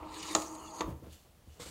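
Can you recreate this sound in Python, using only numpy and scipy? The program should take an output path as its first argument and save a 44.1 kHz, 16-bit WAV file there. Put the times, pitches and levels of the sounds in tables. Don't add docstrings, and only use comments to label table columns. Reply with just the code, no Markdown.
import sys
import numpy as np
from scipy import signal
from scipy.fft import rfft, irfft, next_fast_len
from scipy.io import wavfile

SR = 44100
rng = np.random.default_rng(int(sys.argv[2]) if len(sys.argv) > 2 else 0)


def wrap_up_sound(samples):
    columns = np.atleast_2d(samples).T
    tamed = np.clip(columns, -1, 1)
    steps = np.round(tamed * 32767).astype(np.int16)
    wavfile.write(sys.argv[1], SR, steps)


N = 74970
T = np.arange(N) / SR
FFT_SIZE = 2 * next_fast_len(N)
HZ = np.maximum(np.fft.rfftfreq(FFT_SIZE, 1 / SR), 1)

# t/s, level/dB
DRAG_LEVEL = [(0, -42), (.02, -47.5), (.03, -41.5), (.085, -46.5), (.2, -46.5), (.33, -43), (.45, -45.5),
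              (.52, -46), (.72, -47.5), (.8, -43.5), (.83, -49.5), (.93, -55.5), (1.0, -75)]
SCRAPE_LEVEL = [(0, -70), (.04, -71), (.11, -58.5), (.143, -50.5), (.16, -49), (.2, -46.5), (.218, -50),
                (.232, -46), (.25, -45), (.325, -42.5), (.36, -56), (.42, -53), (.47, -60), (.51, -83),
                (.72, -82), (.8, -52)]
HISS_LEVEL = [(.1, -100), (.3, -54), (.4, -53), (.51, -59), (.62, -60), (.72, -60), (.77, -57), (.803, -53)]
WHISTLE_LEVEL = [(.1, -104), (.15, -58.5), (.42, -53), (.52, -61), (.6, -59), (.73, -59), (.765, -54.5),
                 (.803, -48)]
# f/Hz, level/dB
LEAN_COLOUR = [(15, -38), (30, -16), (48, 5), (65, -2), (95, -15), (200, -51), (600, -56.5)]
CASE_COLOUR = [(120, -16.5), (185, -10), (240, -17.5), (310, 6.5), (370, -19), (470, -18), (740, -7),
               (950, 2.5), (1280, -3.5), (1480, -22), (1900, -19), (3000, -19), (5000, -51)]
SCRAPE_COLOUR = [(800, -29), (1500, -16), (1700, -3), (2950, -4), (3330, -7), (3680, -2), (4050, -0.5),
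                 (4220, -3.5), (4420, -1), (4800, -5), (5050, -3.5), (5500, -11.5), (5950, -2), (6280, -16),
                 (6900, 0), (7150, -11), (7350, -5.5), (8550, -10.5), (8950, -5.5), (9400, -15),
                 (12300, -21.5), (15500, -29)]
HISS_COLOUR = [(900, -5), (1700, -35), (2750, -18), (3900, -15), (4400, -8), (4850, 1), (5250, -38),
               (5650, -6), (6200, -3), (6500, -1), (7000, 1.5), (7180, -1), (7500, -5.5), (9000, -8),
               (10000, -10), (15500, -25)]
CLACK_COLOUR = [(40, -48), (200, -15.5), (700, -6.5), (1250, 0.5), (1500, -10.5), (1900, -3), (3200, -6),
                (4000, -2.5), (4220, -6.5), (4700, -8), (5250, -12.5), (5800, -7.5), (6100, -10.5),
                (6450, 3), (7400, -5), (8400, -18), (9000, -14.5), (10500, -34), (15500, -33)]
THUD_COLOUR = [(100, -14), (220, -4.5), (330, 4), (500, 4.5), (660, 3.5), (780, -5), (1100, 0), (1350, 1.5),
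               (1550, -13.5), (4000, -32)]
RUB_COLOUR = [(100, -11), (200, -6), (370, -10.5), (620, -7), (800, -17), (1050, -15.5), (1500, -25),
              (6000, -36)]
SWISH_COLOUR = [(800, -13), (2400, -11), (2950, 3), (3250, -5), (3520, 1), (3850, -7), (4500, -2),
                (5000, -9), (7000, -4), (10500, -11.5), (15500, -16.5)]
BRUSH_COLOUR = [(150, 5), (500, -7), (1300, -4.5), (1850, -9), (2150, -4), (2500, -11.5), (2900, -9),
                (3800, -4), (5500, -9.5), (8200, -5.5), (9200, -13), (15500, -25)]
FLOOR_COLOUR = [(25, 5.5), (60, 0.5), (130, -3), (300, -13.5), (700, -14.5), (1400, -22), (5000, -27),
                (15500, -31)]
ROOM_COLOUR = [(100, -3), (400, -7.5), (1100, -10.5), (2000, -11.5), (7000, -12), (15000, 0)]
MIC_COLOUR = [(20, -17.5), (45, 0), (1700, -0.5)]
# f/Hz, level/dB, t60/s
CASE_MODES = [(175, -10, 0.16), (208, -6.5, 0.22), (256, -11, 0.13), (317.6, 5.5, 0.2), (408.5, -7, 0.2),
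              (443.5, -3.5, 0.13), (493, -2, 0.085), (637, -1, 0.16), (830, -3.5, 0.2), (913, 3.5, 0.11),
              (1070, -3.5, 0.24), (1197, 0.5, 0.06), (1342, -7, 0.12)]
TABLE_MODES = [(52, -8, 0.13), (74.2, -0.5, 0.29), (115.2, -1.5, 0.19), (129.6, -1, 0.059),
               (179.6, -2, 0.062), (235, -3, 0.1), (322, -4, 0.16), (543, 6, 0.043)]
TUBE_MODES = [(4300, -2.5, 0.029), (6535, 1, 0.025), (7040, -6, 0.016)]
BOX_SIDE_MODES = [(276, -59, 0.035), (488, -42, 0.11), (1090, -46, 0.019)]
# t/s, length/s, level/dB
LEANS = [(-.02, 0.06, -43), (.08, 0.05, -50), (.83, 0.062, -42)]
RUBS = [(.85, 0.086, -49.5), (1.012, 0.1, -55.5), (1.245, .04, -64), (1.46, 0.059, -67.5),
        (1.55, 0.051, -61.5)]
BRUSHES = [(1.59, 0.066, -45.5), (1.645, 0.064, -48)]
# t/s, level/dB
CATCHES = [(.227, -16), (.3622, -14), (0.42, -16), (0.55, -24.5), (.663, -31)]
# t/s, f/Hz, level/dB, t60/s
PINGS = [(0.2297, 2920, -38.5, 0.052), (.2295, 3690, -47, 0.087), (.3495, 6470, -30.5, .05),
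         (.353, 3975, -32, 0.035), (.808, 990, -35, 0.14)]
# t/s, length/s, level/dB, first f/Hz, last f/Hz, roughness width/Hz
SQUEAKS = [(0.301, 0.045, -45, 3760, 3640, 70), (0.455, 0.038, -49, 6060, 6070, 352),
           (0.575, 0.14, -59, 3070, 2674, 70), (0.603, 0.11, -60.5, 4470, 4390, 45),
           (0.67, 0.027, -56, 3470, 3380, 50), (0.745, 0.061, -64, 4620, 4750, 200)]
# t/s, metal level/dB, tilt/(dB per octave), chatter/s, shudder level/dB, case level/dB, cut-off f/Hz
STOPS = [(0.35, 10.5, 0.5, 0.0036, 10, -34.5, 2500), (.807, 6.5, -3.5, 0.0064, 3, -38, 545),
         (0.8183, -3.5, -6.5, 0.0025, -1, -61, 704)]
# t/s, level/dB, cut-off f/Hz
BUMPS = [(0.363, -47, 122), (0.61, -53, 90), (.85, -54, 110), (0.874, -34, 250), (.881, -37, 430),
         (.913, -40, 169), (1.024, -48, 400), (1.068, -48.5, 595), (1.089, -48.5, 118), (1.283, -65, 100),
         (1.469, -46.5, 155), (1.647, -60, 200), (1.66, -49, 700)]
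# peak t/s, half width/s, level/dB
SWISHES = [(1.138, 0.017, -58), (1.16, 0.08, -68), (1.541, 0.049, -66.5)]
# f/Hz, t60/s
ROOM_T60 = [(150, 0.48), (1000, 0.49), (6500, 0.19), (12000, 0.97)]


def from_db(db):
    return 10 ** (np.asarray(db) / 20)


def rms_one(x):
    return x / np.sqrt(np.mean(x ** 2) + 1e-20)


def level(rows):
    return from_db(np.interp(T, *np.transpose(rows), right=-200))


def at_hz(points, hz):
    f, value = np.transpose(points)
    return np.interp(np.log(hz), np.log(f), value)


def colour(x, points, tilt_db=0):
    db = at_hz(points, HZ) + tilt_db * np.log2(HZ / 1000)
    cepstrum = irfft(np.log(from_db(db)))
    cepstrum[1:FFT_SIZE // 2] *= 2
    cepstrum[FFT_SIZE // 2 + 1:] = 0
    return irfft(rfft(x, FFT_SIZE) * np.exp(rfft(cepstrum)))[:N]


def soften(x, cut_hz):
    return signal.sosfilt(signal.butter(2, cut_hz, fs=SR, output="sos"), x + 1e-18)


def ring(x, modes):
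    out = 0
    for k, (hz, db, t60) in enumerate(modes):
        radius = np.exp(-np.log(1000) / (t60 * SR))
        feedback = [1, -2 * radius * np.cos(2 * np.pi * hz / SR), radius ** 2]
        out += (-1) ** k * from_db(db) * signal.lfilter([.5, 0, -.5], feedback, x + 1e-18)
    return out


def dying(start, decay_s):
    return (T >= start) * np.exp(-np.maximum(T - start, 0) / decay_s)


def swell(start, length, edge_share=0.28):
    return np.clip(np.minimum(T - start, start + length - T) / (edge_share * length), 0, 1)


def wander(per_s):
    return np.interp(T * per_s, np.arange(N), rng.standard_normal(N))


def kick(start, db=0):
    push = np.zeros(N)
    push[int(start * SR)] = from_db(db)
    return push


def burst(envelope):
    return rng.choice([-1, 1], N) * envelope / np.sqrt(np.sum(envelope ** 2) + 1e-20)


def slips(per_s=9000, spread_db=3.0):
    sizes = from_db(spread_db * np.minimum(rng.exponential(1, N), 5))
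    return sizes * rng.choice([-1, 1], N) * (rng.random(N) < per_s / SR)


def uneven_friction(points, patchy_db):
    spectrum = rfft(colour(slips(), points), FFT_SIZE)
    out = 0
    for octave in np.arange(9, 15, .5):
        weight = np.clip(1 - 2 * np.abs(np.log2(HZ) - octave), 0, 1)
        out += irfft(spectrum * weight)[:N] * from_db(patchy_db * wander(per_s=55))
    return rms_one(out)


def strokes(rows, points):
    gain = sum(from_db(db) * swell(start, length) for start, length, db in rows)
    return gain * rms_one(colour(slips(), points))


def leans():
    return strokes(LEANS, LEAN_COLOUR)


def case_shake(grip_db=2.4):
    modes = sum(ring(slips(), [mode]) * from_db(grip_db * wander(per_s=35)) for mode in CASE_MODES)
    case_ring = from_db(-4) * rms_one(modes)
    case_noise = from_db(-4.5) * rms_one(colour(slips(), CASE_COLOUR))
    table_rumble = from_db(-20.5) * rms_one(ring(slips(), TABLE_MODES))
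    return level(DRAG_LEVEL) * (case_noise + case_ring + table_rumble)


def sliding():
    scrape = level(SCRAPE_LEVEL) * uneven_friction(SCRAPE_COLOUR, patchy_db=4.0)
    hiss = level(HISS_LEVEL) * uneven_friction(HISS_COLOUR, patchy_db=5.5)
    whistle = level(WHISTLE_LEVEL) * rms_one(ring(colour(slips(), HISS_COLOUR), TUBE_MODES))
    return scrape + hiss + whistle


def catches():
    ticks = sum(from_db(db) * burst(dying(start, decay_s=0.0048)) for start, db in CATCHES)
    return colour(ticks, SCRAPE_COLOUR, tilt_db=3.0)


def pings():
    return sum(ring(kick(start), [mode]) for start, *mode in PINGS)


def squeaks():
    out = 0
    for start, length, db, from_hz, to_hz, width_hz in SQUEAKS:
        pitch = np.interp(T, [start, start + length], [from_hz, to_hz])
        tone = np.sin(2 * np.pi * np.cumsum(pitch) / SR)
        flutter = rms_one(soften(rng.standard_normal(N), width_hz))
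        out += from_db(db) * swell(start, length) * flutter * tone
    return out


def stops():
    out = 0
    for start, metal_db, tilt_db, chatter_s, shudder_db, case_db, cut_hz in STOPS:
        chatter = burst((T >= start) * np.exp(-((T - start) / chatter_s) ** 2))
        tail = from_db(-8) * soften(burst(dying(start, decay_s=0.01)), cut_hz=5000)
        clack = from_db(metal_db) * colour(chatter + tail, CLACK_COLOUR, tilt_db)
        shudder = from_db(shudder_db) * colour(burst(dying(start, decay_s=0.014)), THUD_COLOUR)
        case_ring = ring(soften(kick(start, case_db), cut_hz), CASE_MODES)
        out += clack + shudder + case_ring
    return out


def bumps():
    pushes = sum(soften(kick(start, db), cut_hz) for start, db, cut_hz in BUMPS)
    puff = from_db(34.5) * colour(pushes, THUD_COLOUR)
    return puff + ring(pushes, TABLE_MODES)


def rubs():
    return strokes(RUBS, RUB_COLOUR)


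def swishes():
    gain = sum(from_db(db) * np.exp(-.5 * ((T - peak) / width) ** 2) for peak, width, db in SWISHES)
    return gain * uneven_friction(SWISH_COLOUR, patchy_db=2.5)


def hand_on_box():
    return strokes(BRUSHES, BRUSH_COLOUR) + ring(kick(start=1.598), BOX_SIDE_MODES)


def room(x, delay_s=0.00492):
    edges_hz = np.geomspace(60, 16000, 9)
    tail = 0
    for low, high in zip(edges_hz, edges_hz[1:]):
        t60 = at_hz(ROOM_T60, np.sqrt(low * high))
        fade = dying(delay_s, t60 / np.log(1000))
        band_pass = signal.butter(2, [low, high], "band", fs=SR, output="sos")
        band = signal.sosfilt(band_pass, rng.standard_normal(N))
        tail += band * fade / np.sqrt(np.sum(fade ** 2))
    return colour(signal.fftconvolve(x, tail)[:N], ROOM_COLOUR)


def scene():
    slide = case_shake() + sliding() + squeaks()
    impacts = catches() + pings() + stops() + bumps()
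    handling = leans() + impacts + rubs() + swishes() + hand_on_box()
    echo = room(handling + from_db(-5.5) * slide)
    floor = from_db(-60) * rms_one(colour(rng.standard_normal(N), FLOOR_COLOUR))
    return (slide + handling + echo + floor)[None]


def record(dry):
    top_cut = signal.ellip(10, .2, 70, 15800, fs=SR, output="sos")
    return signal.sosfilt(top_cut, colour(dry[0], MIC_COLOUR)[None])


dry = scene()
out = record(dry)
wrap_up_sound(out)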